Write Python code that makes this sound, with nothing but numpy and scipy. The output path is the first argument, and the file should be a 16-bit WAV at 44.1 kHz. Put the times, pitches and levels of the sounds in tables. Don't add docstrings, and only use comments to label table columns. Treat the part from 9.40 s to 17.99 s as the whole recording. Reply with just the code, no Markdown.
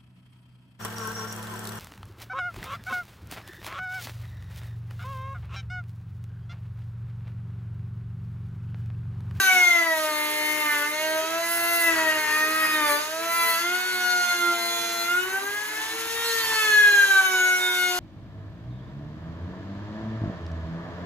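import sys
import numpy as np
from scipy import signal
from scipy.fft import rfft, irfft, next_fast_len
from scipy.io import wavfile
from scipy.ndimage import uniform_filter1d

SR = 44100
rng = np.random.default_rng(int(sys.argv[2]) if len(sys.argv) > 2 else 0)


def digitize_waveform(pressure):
    field = np.atleast_2d(pressure).T
    bounded = np.clip(field, -1, 1)
    quanta = np.round(bounded * 32767).astype(np.int16)
    wavfile.write(sys.argv[1], SR, quanta)


N = 378819

# (frequency [Hz], level [dB])
WALL_SPECTRUM = [(40, -27), (100, -26), (250, -23), (500, -11.5), (1200, -14.5), (2500, -13.5), (5500, -13),
                 (6500, -10), (8500, -24), (15000, -21)]
# (frequency [Hz], lead [rad])
PORT_PHASE = [(0, 0), (1000, .55), (2000, .95), (3400, 1.8), (4300, 1.5), (4900, 2.1), (5500, 1.8),
              (6300, 0), (8600, -3.14), (10400, -5.6), (11000, -6.3), (13450, -9.42), (15300, -12.5)]
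# (frequency [Hz], level [dB])
PORT_BALANCE = [(60, -0.5), (500, -3.5), (1500, -2), (2100, 0.5), (2800, -4.5), (4300, -5), (5400, -14),
                (6300, -6), (7200, 0), (8500, -4.5)]
# (time [s], level [dB])
TOOL_TRAVEL = [(0.0, 4), (0.26, 2), (0.5, 2.5), (1.91, 1.5), (2.56, 3), (3.8, 2), (3.99, 3), (4.28, 2.5),
               (4.55, 3.5), (5.05, 0.5), (6.51, 3.5), (6.77, 4), (7.25, 2.5), (7.58, 2.5), (7.92, 2),
               (8.59, 4)]
ROOM_T60_S, CUTOFF_HZ = 0.31, 15600

RIPPLE_HZ = 120
# (frequency [Hz], rms level [dB])
HUM_LINES = [(120, -67), (240, -59)]
# (time [s], change [dB])
HUM_CHANGE = [(0, -9), (1.5, -4), (2, -8), (3.1, 2), (4.1, -5), (4.7, -4), (5.9, 0), (6.4, -10), (7.4, -6),
              (7.8, -2.5), (8.59, -7)]

# (time [s], turning rate [Hz])
SPINDLE_SPEED = [(0.0, 391.6), (0.04, 381.8), (0.57, 315.4), (0.74, 303.3), (0.88, 302.3), (1.17, 305),
                 (1.38, 292.9), (1.43, 293.7), (1.55, 305.8), (1.63, 312.9), (1.82, 317.4), (2.01, 335.5),
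                 (2.32, 339.7), (2.46, 335.2), (2.56, 322.9), (2.87, 304.4), (3.18, 316.4), (3.37, 308.6),
                 (3.49, 293.1), (3.54, 291.9), (3.76, 322), (3.85, 333.8), (3.97, 337.2), (4.16, 331.5),
                 (4.35, 362.7), (4.47, 366.7), (4.81, 357.6), (4.98, 350.3), (5.17, 344.6), (5.65, 342.2),
                 (6.0, 392.4), (6.17, 415.4), (6.44, 439), (6.6, 452.5), (6.84, 463.3), (6.94, 457.4),
                 (7.61, 401.4), (7.85, 378.5), (7.99, 368.8), (8.08, 366.5), (8.47, 361), (8.59, 358.7)]
INERTIA_S = .04
# (time [s], bite of two flutes [dB], once-a-turn shake [dB], chip hiss [dB])
CUT_LEVELS = [(0.0, -30.5, -34.5, -30), (0.08, -29, -36, -35), (0.24, -27, -46.5, -32.5),
              (0.48, -35.5, -43.5, -42), (0.64, -36, -45.5, -33.5), (0.74, -34.5, -40.5, -38),
              (1.28, -31.5, -38, -34.5), (1.5, -37.5, -40.5, -37.5), (1.76, -35, -43, -39.5),
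              (1.89, -35, -48, -41), (2.16, -30.5, -44, -39.5), (2.4, -30, -43, -38.5),
              (2.48, -27, -40.5, -33.5), (2.56, -33.5, -40.5, -35), (2.72, -26, -42.5, -34.5),
              (2.82, -32, -40, -36.5), (2.96, -24.5, -42.5, -36), (3.2, -26, -40, -35),
              (3.52, -26.5, -35.5, -35.5), (3.66, -37, -49, -36.5), (3.8, -36.5, -49, -42.5),
              (4.0, -26.5, -35.5, -40), (4.2, -33, -42.5, -39), (4.5, -32, -44.5, -41.5),
              (4.88, -29, -46, -38.5), (5.3, -34.5, -44.5, -40), (5.66, -32, -46.5, -39.5),
              (5.8, -36, -40, -43), (6.16, -45.5, -46, -40.5), (6.7, -41, -43, -34),
              (6.96, -33.5, -41, -32.5), (7.36, -28.5, -40, -37), (7.44, -29.5, -41, -36),
              (7.9, -29, -45.5, -42), (8.4, -33.5, -48.5, -39.5), (8.59, -29.5, -46.5, -39)]
# (bite [dB], shake [dB], chips [dB])
REFERENCE_CUT = [-31, -42, -38]
# (mean level [dB], shares of the swing of bite, shake, chips [dB/dB])
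BOARD_FOLLOW, RING_FOLLOW = (-44, 0.2, 0.4, -0.18), (-39, -0.02, 0.5, 0.5)

# (frequency [Hz], density [dB per Hz])
CHIP_SPECTRUM = [(1500, -9.5), (2500, 8), (3200, 6.5), (4200, 6.5), (5600, 3), (6500, 9), (7500, 8.5),
                 (8300, -3.5), (9500, 11), (12000, -53)]
# (time [s], change [dB])
CHIP_BRIGHTNESS = [(0, -3), (1, -10), (2, -2.5), (2.6, -7), (3.2, -12), (3.8, -2.5), (4.2, 0.5), (5, -2),
                   (5.7, -1.5), (6.2, -5), (6.8, -8.5), (7.3, 1), (7.9, 2), (8.59, -2)]
AIRY_HZ = 3600
# (frequency [Hz], density [dB per Hz])
BOARD_SPECTRUM = [(25, -33), (45, -17), (60, -8.5), (115, -11), (180, -23), (250, -16), (340, -5.5),
                  (530, -14), (640, -11), (760, -13), (950, 3.5), (1200, -0.5), (1600, 2), (2100, 2.5),
                  (3200, -15), (4200, -10), (7000, -80)]
# (time [s], rumble under RUMBLE_HZ [dB], rasp above RASP_HZ [dB])
RUMBLE_AND_RASP = [(0, -6, -1), (.9, -13, 2), (1.35, -3, 3), (1.7, -1, 0), (2.3, 0, 0), (2.7, 4, 3.5),
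                   (3.5, 1, 6.5), (4, 3, -4), (4.5, -4, -4), (5.3, 6, -11), (5.7, 0, -1), (6.3, 1, 4.5),
                   (6.9, 1, -6.5), (7.5, -2, -3), (8, 5, 1), (8.59, 3, -4)]
# (time [s], change [dB])
DRONE_LEVEL = [(0, 1), (.8, -6), (1.6, -8), (2.2, 4), (2.7, -6), (3.5, 0), (4.1, -9), (4.6, -2.5), (5.3, 1),
               (5.8, 2), (6.4, 10), (6.9, -8), (7.5, 3), (8, -6), (8.59, -3)]
RUMBLE_HZ, DRONE_HZ, RASP_HZ = 170, 750, 1250
# (time [s], length [s], change [dB])
BOARD_CHANGES = [(.0, 0.25, -1), (.85, 0.26, -2), (1.25, 0.17, 1.5), (2.48, 0.19, 5), (2.6, 0.32, 1.5),
                 (3.34, 0.24, 0), (4.2, 0.21, 3.5), (5, 0.843, 0), (6.4, 0.45, 4), (6.8, 0.43, 7),
                 (7.25, 0.31, 3.5)]
# (frequency [Hz], width [Hz], relative gain [dB])
BIT_MODES = [(8350, 150, -3), (8800, 200, -5), (9940, 140, 2), (11300, 400, -5), (11960, 90, 3),
             (12800, 110, 0), (13430, 110, 0), (14450, 80, 3)]
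# (time [s], length [s], change [dB])
RING_CHANGES = [(0, 0.1, 2), (.55, 0.84, 2), (2.05, 0.43, 11), (2.901, 0.39, 2.5), (3.459, 0.11, 5),
                (3.892, 0.31, 8), (4.4, 0.17, -3), (4.7, .14, -1), (5.202, 0.49, 3.5), (6.8, 0.56, -0.5),
                (8.3, 0.14, 4)]
RING_EDGE_S, BOARD_EDGE_S = 0.082, 0.14
RING_TO_BOARD = 0.16
COLLET_HZ, COLLET_WIDTH_HZ, COLLET_DB = 12000, 180, -1

# (time [s], side tones [dB], high whine [dB])
FINE_LEVELS = [(0, -48, -39), (.2, -44.5, -39), (.48, -61.5, -44.5), (.98, -49.5, -46.5),
               (1.4, -55.5, -50.5), (1.72, -50.5, -46), (1.98, -52.5, -47), (2.32, -53, -42.5),
               (2.6, -53, -47), (3.1, -48.5, -45), (3.4, -50, -46), (3.7, -54.5, -50), (4.1, -45.5, -40),
               (4.3, -54.5, -46), (4.5, -49.5, -42.5), (5.2, -46.5, -45.5), (5.62, -47, -46.5),
               (5.85, -58.5, -47.5), (6.22, -52, -58), (6.79, -52, -56), (6.86, -49, -38.5),
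               (7.44, -49.5, -42.5), (7.94, -51, -42.5), (8.59, -51, -42)]
WHINE_MULTIPLES = [9, 11, *range(13, 37)]
# (frequency [Hz], level [dB])
WHINE_RESPONSE = [(2700, 3), (3500, 0), (4200, 2.5), (4800, -7), (5300, -12.5), (6000, -6.5), (6450, 2),
                  (6900, -17), (7400, -17.5), (8000, -7), (8600, -57), (9500, -7.5), (12000, -7.5),
                  (14000, -25)]
# (multiple, two ripples below [dB], one below [dB], one above [dB], two above [dB])
SIDE_LEVELS = [(1, -3.5, -1.7, 0.5, -2.5), (2, -3.5, 0.58, -0.5, -4), (3, 0, 0.2, -6, -1),
               (4, -9, -1.8, -1.5, -3), (5, -10, -1.4, -1, -3), (6, -8, -1.5, 1, 4), (7, -21, -1.1, 9, -8),
               (8, -6, -1.5, -8, -3)]
# (frequency [Hz], level [dB])
SIDE_RESPONSE = [(100, -29.5), (230, -6.5), (330, -5), (400, 3), (450, -3.5), (500, -11), (570, -15),
                 (700, -12.5), (830, -9), (950, -4), (1150, -12), (1550, 1.5), (2100, -1.5), (3000, -36),
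                 (4500, -20)]
# (time [s], length [s], multiple, ripples above, change [dB])
SIDE_TONE_SWELLS = [(0, .5, 1, 1, -14), (.6, 0.64, 1, 1, 2), (.7, 0.48, 3, 1, 8), (1.0, 0.24, 2, 1, 10),
                    (1.0, 0.21, 1, -1, 5), (1.899, 0.56, 2, 1, 12.5), (2.1, 0.65, 4, 1, 11),
                    (2.7, 0.41, 1, 1, 5), (3.604, 0.25, 1, 1, 6), (3.88, .3, 1, 1, 3),
                    (3.7, .6, 2, -2, -19), (3.801, 0.43, 2, -1, -18), (4.3, 1.9, 3, -1, 2.5),
                    (4.3, 0.5, 1, 1, -6.5), (4.5, 1.2, 2, 2, 1), (5.1, 0.79, 2, 1, 5),
                    (5.801, 0.89, 1, -1, 7), (5.904, 0.56, 1, 1, 7), (5.899, 0.89, 1, 2, 8.5),
                    (6.4, 0.65, 1, 1, -17), (5.902, 0.87, 4, 1, -17), (6.301, 0.59, 2, -1, 9),
                    (6.75, 0.48, 1, -1, -3), (7.5, 1.2, 1, -1, -6.5), (7.202, 0.48, 1, 1, 8.5),
                    (7.7, 1, 2, -1, 10.5), (7.699, 1, 4, 1, 7), (7.903, 0.77, 2, 2, 12),
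                    (8, 0.59, 1, 1, -26), (8.001, 0.648, 2, -2, -24)]
# (multiple, level [dB])
LOW_MULTIPLES = [(1, 0), (2, -5.5), (3, 4), (4, 3.5), (5, -1), (6, -1.0), (7, 5), (8, -2.5), (10, -5.5),
                 (12, -9.5)]
# (frequency [Hz], level [dB])
BOARD_RESPONSE = [(280, -6.5), (330, 3.5), (400, 3.5), (580, 1.5), (640, 9), (720, -2), (850, -7.5),
                  (960, 4), (1100, -5.5), (1260, -6), (1400, 0), (1660, 10.5), (1780, -3), (1900, -1),
                  (2110, 2.5), (2370, -7), (2820, -5), (3540, -3), (3970, -1.5), (4210, -4.5), (4500, -1),
                  (5600, -4)]
# (time [s], length [s], multiple, change [dB])
TONE_SWELLS = [(0, 0.14, 1, -14.5), (0, 0.21, 16, 11), (.1, 0.43, 13, -12), (0.093, 0.16, 11, -12),
               (0.301, .4, 7, -2), (0.082, 0.16, 2, 8.5), (0.07, 0.13, 12, -24), (0.063, 0.49, 6, 11.0),
               (0.24, 0.091, 8, -12), (0.439, 0.24, 3, 3), (0.551, 0.11, 2, 7.5), (.6, 0.16, 4, 4.5),
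               (0.706, .3, 5, -10), (.9, 1, 3, -0.5), (0.908, 0.08, 4, -7), (0.92, 0.34, 5, -14),
               (1.01, 0.2, 4, -6), (1.04, 0.35, 2, -6.5), (1.1, 0.22, 4, 3.5), (1.11, 0.59, 9, 9.5),
               (1.269, 0.2, 5, 4), (1.3, 0.49, 6, 4.5), (1.452, 0.051, 2, -14), (1.496, 0.11, 5, -11),
               (1.56, 0.075, 1, -9), (1.621, 0.22, 2, 5.5), (1.87, 0.039, 2, -9), (1.562, 0.16, 4, -7),
               (1.804, 0.11, 4, 2), (1.9, .6, 16, 4), (2.05, 0.073, 1, 0), (2.302, 0.11, 9, -12),
               (1.721, 0.3, 6, -9), (1.954, 1.23, 10, -14), (2.0, 1.09, 4, -5.5), (2.08, 0.6, 7, -14),
               (2.411, 0.58, 2, -4.5), (2.435, 0.88, 12, -10.5), (2.4, 0.63, 6, 5.5), (2.5, 0.49, 9, 6.5),
               (2.5, 0.45, 10, 9), (2.5, 0.33, 12, 3), (2.796, 0.098, 1, -11), (2.504, 0.061, 2, 1),
               (2.755, 0.13, 6, -3.5), (3.095, 0.12, 6, -9), (2.8, 0.85, 16, 9.5), (3.1, 0.98, 20, -6),
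               (3.1, .3, 5, -3.5), (3.599, 0.51, 4, 0.5), (3.798, 0.27, 7, 11), (2.798, 0.65, 2, -13),
               (2.92, 1.07, 10, -6.5), (2.92, 1.36, 7, -9), (3.035, 0.32, 3, -10), (3.57, 0.33, 6, -8),
               (3.841, 0.33, 5, -12), (3.883, 0.33, 1, -14), (3.926, 0.32, 2, -8.5), (4.1, 0.54, 11, -3),
               (4.197, 0.34, 3, -10), (4.239, 1.43, 8, -5.5), (4.4, 0.98, 22, 4), (4.468, 0.065, 2, -10),
               (4.5, 0.77, 14, 2.5), (4.5, 0.38, 18, -0.5), (4.402, 0.79, 12, 5.5), (4.3, 0.53, 10, -1),
               (4.306, 0.42, 6, -3.5), (4.7, 1.29, 20, 13.5), (4.692, 0.11, 3, -19), (4.83, 0.099, 1, -19),
               (5.1, 0.54, 18, 1), (5.4, 0.49, 22, 8), (4.639, 1.29, 6, -5), (4.928, 0.25, 2, -4.5),
               (5.039, 0.66, 5, -12), (5.16, 0.46, 4, -3.5), (5.103, 0.29, 2, 4), (5.2, 0.44, 12, 12),
               (5.28, 0.2, 10, 6.5), (5.402, 0.44, 3, -5), (5.624, 0.32, 4, 1.5), (5.84, 0.93, 7, -7),
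               (5.7, 0.68, 12, -7), (6.17, 0.12, 1, -10), (5.902, .6, 2, 9), (6.291, 0.24, 1, -7.5),
               (6.3, 0.54, 10, -17), (6.3, 0.75, 9, 9), (6.5, 0.79, 16, 1), (6.701, 0.59, 17, 15),
               (6.8, 0.47, 14, -6), (7.3, 0.28, 11, -12), (7.399, 0.33, 17, 14), (7.501, 0.61, 18, 11.5),
               (7.501, 0.32, 19, 6), (7.636, 0.056, 1, -8), (7.351, 0.04, 4, -1), (7.802, 0.068, 4, -2.5),
               (7.1, 0.53, 10, 1), (7.7, 0.63, 20, 11), (7.9, 0.78, 22, 4.5), (7.9, 0.79, 17, -11),
               (6.759, 0.18, 8, 6.5), (7.24, 1.13, 12, -17), (7.376, 0.058, 4, 3), (7.593, 0.079, 1, -2),
               (7.721, 0.062, 4, 5), (7.722, 0.2, 3, 11.5), (7.882, 0.86, 1, 7), (7.954, 0.7, 6, 4),
               (7.896, 0.8, 2, 1), (7.94, 0.37, 4, 2.5), (8.196, 0.17, 8, -8), (8.2, 0.26, 10, 9.5),
               (8.452, 0.28, 4, -8.5), (0.118, 0.068, 1, 0), (2.349, .2, 8, 4), (2.948, 0.41, 6, 3.5),
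               (4.25, .1, 1, 3), (4.416, 0.11, 4, -2.5), (4.958, 0.037, 4, -7), (5.004, .15, 1, 7),
               (5.005, 0.11, 4, 4.5), (5.65, 0.21, 8, 5.5), (5.655, 0.14, 4, 4), (5.94, 0.042, 4, 6),
               (6.821, 0.18, 9, -3), (7.149, 0.16, 3, 9), (7.529, .04, 4, -1), (7.64, .06, 4, -5),
               (7.848, 0.036, 4, 0.5), (7.975, 0.035, 4, -1.5), (8.349, 0.14, 12, 3),
               (8.504, 0.094, 6, -21), (4.3, 0.27, 3, 7), (1.05, 0.11, 3, -3), (2.952, 0.057, 6, -9.5),
               (3.27, 0.083, 2, -8), (3.62, 0.057, 2, -11), (5.735, 0.033, 2, -8), (7.13, 0.044, 3, -8),
               (7.149, .4, 5, 2.5), (7.615, 0.055, 2, -13), (7.781, 0.035, 1, -10), (0.417, 0.066, 6, -2.5),
               (4.56, 0.075, 4, 2), (5.0, .45, 3, 2.5), (6.198, 0.27, 4, 1), (7.171, 0.41, 6, 4)]
SWELL_EDGE_S = .045
WANDER_DB, WANDER_HZ = .9, 5
FLUTTER, GLIDE_FLUTTER = .08, .2
FULL_GLIDE_HZ_PER_S, FLUTTER_HZ = 70, 14


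def from_db(db):
    return 10 ** (np.asarray(db) / 20)


def rms_one(x):
    return x / np.sqrt(np.mean(x ** 2) + 1e-20)


def in_time(rows):
    s, *columns = np.transpose(rows)
    return [np.interp(np.arange(N) / SR, s, column) for column in columns]


def at_hz(points, hz):
    at, value = np.transpose(points)
    return np.interp(np.log(hz + 1), np.log(at + 1), value)


def held(s, length, edge_s):
    t = np.arange(N) / SR
    nearest_end = np.minimum(t - s, s + length - t)
    return np.clip(nearest_end / edge_s + .5, 0, 1)


def summed_changes(events, edge_s):
    return sum(db * held(s, length, edge_s) for s, length, db in events)


def drift(rate):
    step = 40
    r = np.exp(-2 * np.pi * rate * step / SR)
    noise = rng.standard_normal(N // step + 2002)
    slow = signal.lfilter([1], [1, -2 * r, r * r], noise)[2000:]
    return np.interp(np.arange(N) / step, np.arange(len(slow)), rms_one(slow))


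def coloured(x, spectrum):
    hz = np.arange(N // 2 + 1) * SR / N
    return rms_one(irfft(rfft(x) * from_db(at_hz(spectrum, hz)), N))


def split(x, hz):
    return [signal.sosfilt(signal.butter(2, hz, kind, fs=SR, output="sos"), x)
            for kind in ("low", "high")]


def resonance(x, hz, width_hz):
    r = np.exp(-np.pi * width_hz / SR)
    zeros = (1 - r * r) / 2 * np.array([1, 0, -1])
    poles = [1, -2 * r * np.cos(2 * np.pi * hz / SR), r * r]
    return signal.lfilter(zeros, poles, x)


def follows(layer, cut_db):
    mean_db, *shares = layer
    swings = zip(shares, cut_db, REFERENCE_CUT)
    return mean_db + sum(share * (db - mean) for share, db, mean in swings)


def wall_reflections(hz):
    walls = np.zeros((2, len(hz)), complex)
    for k, lag in enumerate(rng.uniform(.012, .04, 16)):
        turn = from_db(-60 * lag / ROOM_T60_S) * np.exp(-2j * np.pi * hz * lag)
        walls[k % 2] += turn / (1 - turn)
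    return walls


def ripple():
    return 2 * np.pi * RIPPLE_HZ * np.arange(N) / SR


def mains_hum():
    out = np.zeros(N)
    for hz, db in HUM_LINES:
        level = from_db(db + in_time(HUM_CHANGE)[0] + 2.0 * drift(1.5))
        out += np.sqrt(2) * level * np.sin(hz / RIPPLE_HZ * ripple())
    return out


def strokes(angle, depth, throb):
    bite = 1 + depth * (np.cos(2 * angle) + 0.18 * np.cos(angle))
    return rng.standard_normal(N) * bite * (1 + throb * np.cos(ripple()))


def chips(angle):
    low, high = split(coloured(strokes(angle, depth=0.22, throb=0.036), CHIP_SPECTRUM), AIRY_HZ)
    return low - from_db(in_time(CHIP_BRIGHTNESS)[0]) * high


def board(angle):
    rumble_db, rasp_db = in_time(RUMBLE_AND_RASP)
    drone_db = in_time(DRONE_LEVEL)[0] + 2.2 * drift(11)
    rumble, rest = split(coloured(strokes(angle, depth=0.17, throb=.1), BOARD_SPECTRUM), RUMBLE_HZ)
    drone, rest = split(rest, DRONE_HZ)
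    middle, rasp = split(rest, RASP_HZ)
    rasp_db = rasp_db + 2.0 * drift(35)
    return from_db(rumble_db) * rumble - from_db(drone_db) * drone + middle - from_db(rasp_db) * rasp


def collet():
    return rms_one(resonance(rng.standard_normal(N), COLLET_HZ, COLLET_WIDTH_HZ))


def bit_ring(angle, ring_db):
    hiss, bites = [strokes(angle, depth=.2, throb=.04) for _ in range(2)]
    hiss = signal.sosfilt(signal.butter(4, [8000, 15000], "band", fs=SR, output="sos"), hiss)
    modes = np.zeros(N)
    for k, (hz, width_hz, db) in enumerate(BIT_MODES):
        modes += (-1) ** k * from_db(db) * resonance(bites, hz, width_hz)
    waking = from_db(.6 * (ring_db + 33))
    return (rms_one(hiss) + waking * rms_one(modes)) / np.sqrt(1 + waking ** 2)


def flutter(turns):
    glide = uniform_filter1d(np.abs(np.gradient(turns)) * SR, size=int(INERTIA_S * SR))
    return FLUTTER + GLIDE_FLUTTER * np.clip(glide / FULL_GLIDE_HZ_PER_S, 0, 1)


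def tone(angle, level_db, unrest):
    level = from_db(level_db) * (1 + unrest * drift(FLUTTER_HZ)) / np.sqrt(1 + unrest ** 2)
    return np.sqrt(2) * level * np.sin(angle + rng.uniform(0, 2 * np.pi))


def swell(k):
    return sum(db * held(s, length, SWELL_EDGE_S)
               for s, length, which, db in TONE_SWELLS if round(which) == k)


def side_swell(k, ripples):
    return sum(db * held(s, length, SWELL_EDGE_S)
               for s, length, which, above, db in SIDE_TONE_SWELLS
               if (round(which), round(above)) == (k, ripples))


def side_tones(turns, angle, side_db):
    out, unrest = np.zeros(N), 2.0 * flutter(turns)
    for k, *steps_db in SIDE_LEVELS:
        k = round(k)
        for ripples, db in zip((-2, -1, 1, 2), steps_db):
            housing_db = at_hz(SIDE_RESPONSE, k * turns + ripples * RIPPLE_HZ)
            level_db = side_db + db + side_swell(k, ripples) + housing_db + 2.0 * drift(4)
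            out += tone(k * angle + ripples * ripple(), level_db, unrest)
    return out


def high_whine(turns, angle, whine_db):
    out, unrest = np.zeros(N), 2.0 * flutter(turns)
    for k in WHINE_MULTIPLES:
        odd_db = -4.5 * (k % 2)
        level_db = whine_db + odd_db + at_hz(WHINE_RESPONSE, k * turns) + swell(k)
        out += tone(k * angle, level_db + 2.3 * drift(3.5), unrest)
    return out


def low_tones(turns, angle, bite_db, shake_db):
    out, unrest = np.zeros(N), flutter(turns)
    for k, db in LOW_MULTIPLES:
        k = round(k)
        drive_db = shake_db if k % 2 else bite_db
        level_db = db + drive_db + at_hz(BOARD_RESPONSE, k * turns) + swell(k)
        out += tone(k * angle, level_db + WANDER_DB * drift(WANDER_HZ), unrest)
    return out


def router():
    turns = uniform_filter1d(in_time(SPINDLE_SPEED)[0], size=int(INERTIA_S * SR), mode="nearest")
    angle = 2 * np.pi * np.cumsum(turns) / SR
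    bite_db, shake_db, chip_db = cut_db = in_time(CUT_LEVELS)
    side_db, whine_db = in_time(FINE_LEVELS)
    ring_change_db = summed_changes(RING_CHANGES, RING_EDGE_S)
    ring_db = follows(RING_FOLLOW, cut_db) + ring_change_db
    board_change_db = summed_changes(BOARD_CHANGES, BOARD_EDGE_S) - RING_TO_BOARD * ring_change_db
    board_db = follows(BOARD_FOLLOW, cut_db) + board_change_db
    out = mains_hum()
    out += from_db(chip_db + 1.4 * drift(17)) * chips(angle)
    out += from_db(board_db + 1.8 * drift(10)) * board(angle)
    out += from_db(whine_db + COLLET_DB) * collet()
    out += from_db(ring_db + 1.4 * drift(27)) * bit_ring(angle, ring_db)
    out += side_tones(turns, angle, side_db)
    out += high_whine(turns, angle, whine_db)
    out += low_tones(turns, angle, bite_db, shake_db)
    return out


def scene():
    size = next_fast_len(N + SR)
    hz = np.arange(size // 2 + 1) * SR / size
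    side = np.array([[.5], [-.5]])
    phase = np.exp(1j * side * np.interp(hz, *np.transpose(PORT_PHASE)))
    direct = phase * from_db(side * at_hz(PORT_BALANCE, hz))
    walls = wall_reflections(hz)
    sideways = 2 * side * walls[0] + 0.5 * walls[1]
    wet = from_db(at_hz(WALL_SPECTRUM, hz))
    out = irfft(rfft(router(), size) * (direct + wet * sideways), size)[:, :N]
    return out * from_db(side * in_time(TOOL_TRAVEL)[0])


def record(dry):
    dry = signal.sosfilt(signal.butter(2, 45, "high", fs=SR, output="sos"), dry)
    return signal.sosfilt(signal.ellip(12, .5, 70, CUTOFF_HZ, fs=SR, output="sos"), dry)


dry = scene()
out = record(dry)
digitize_waveform(out)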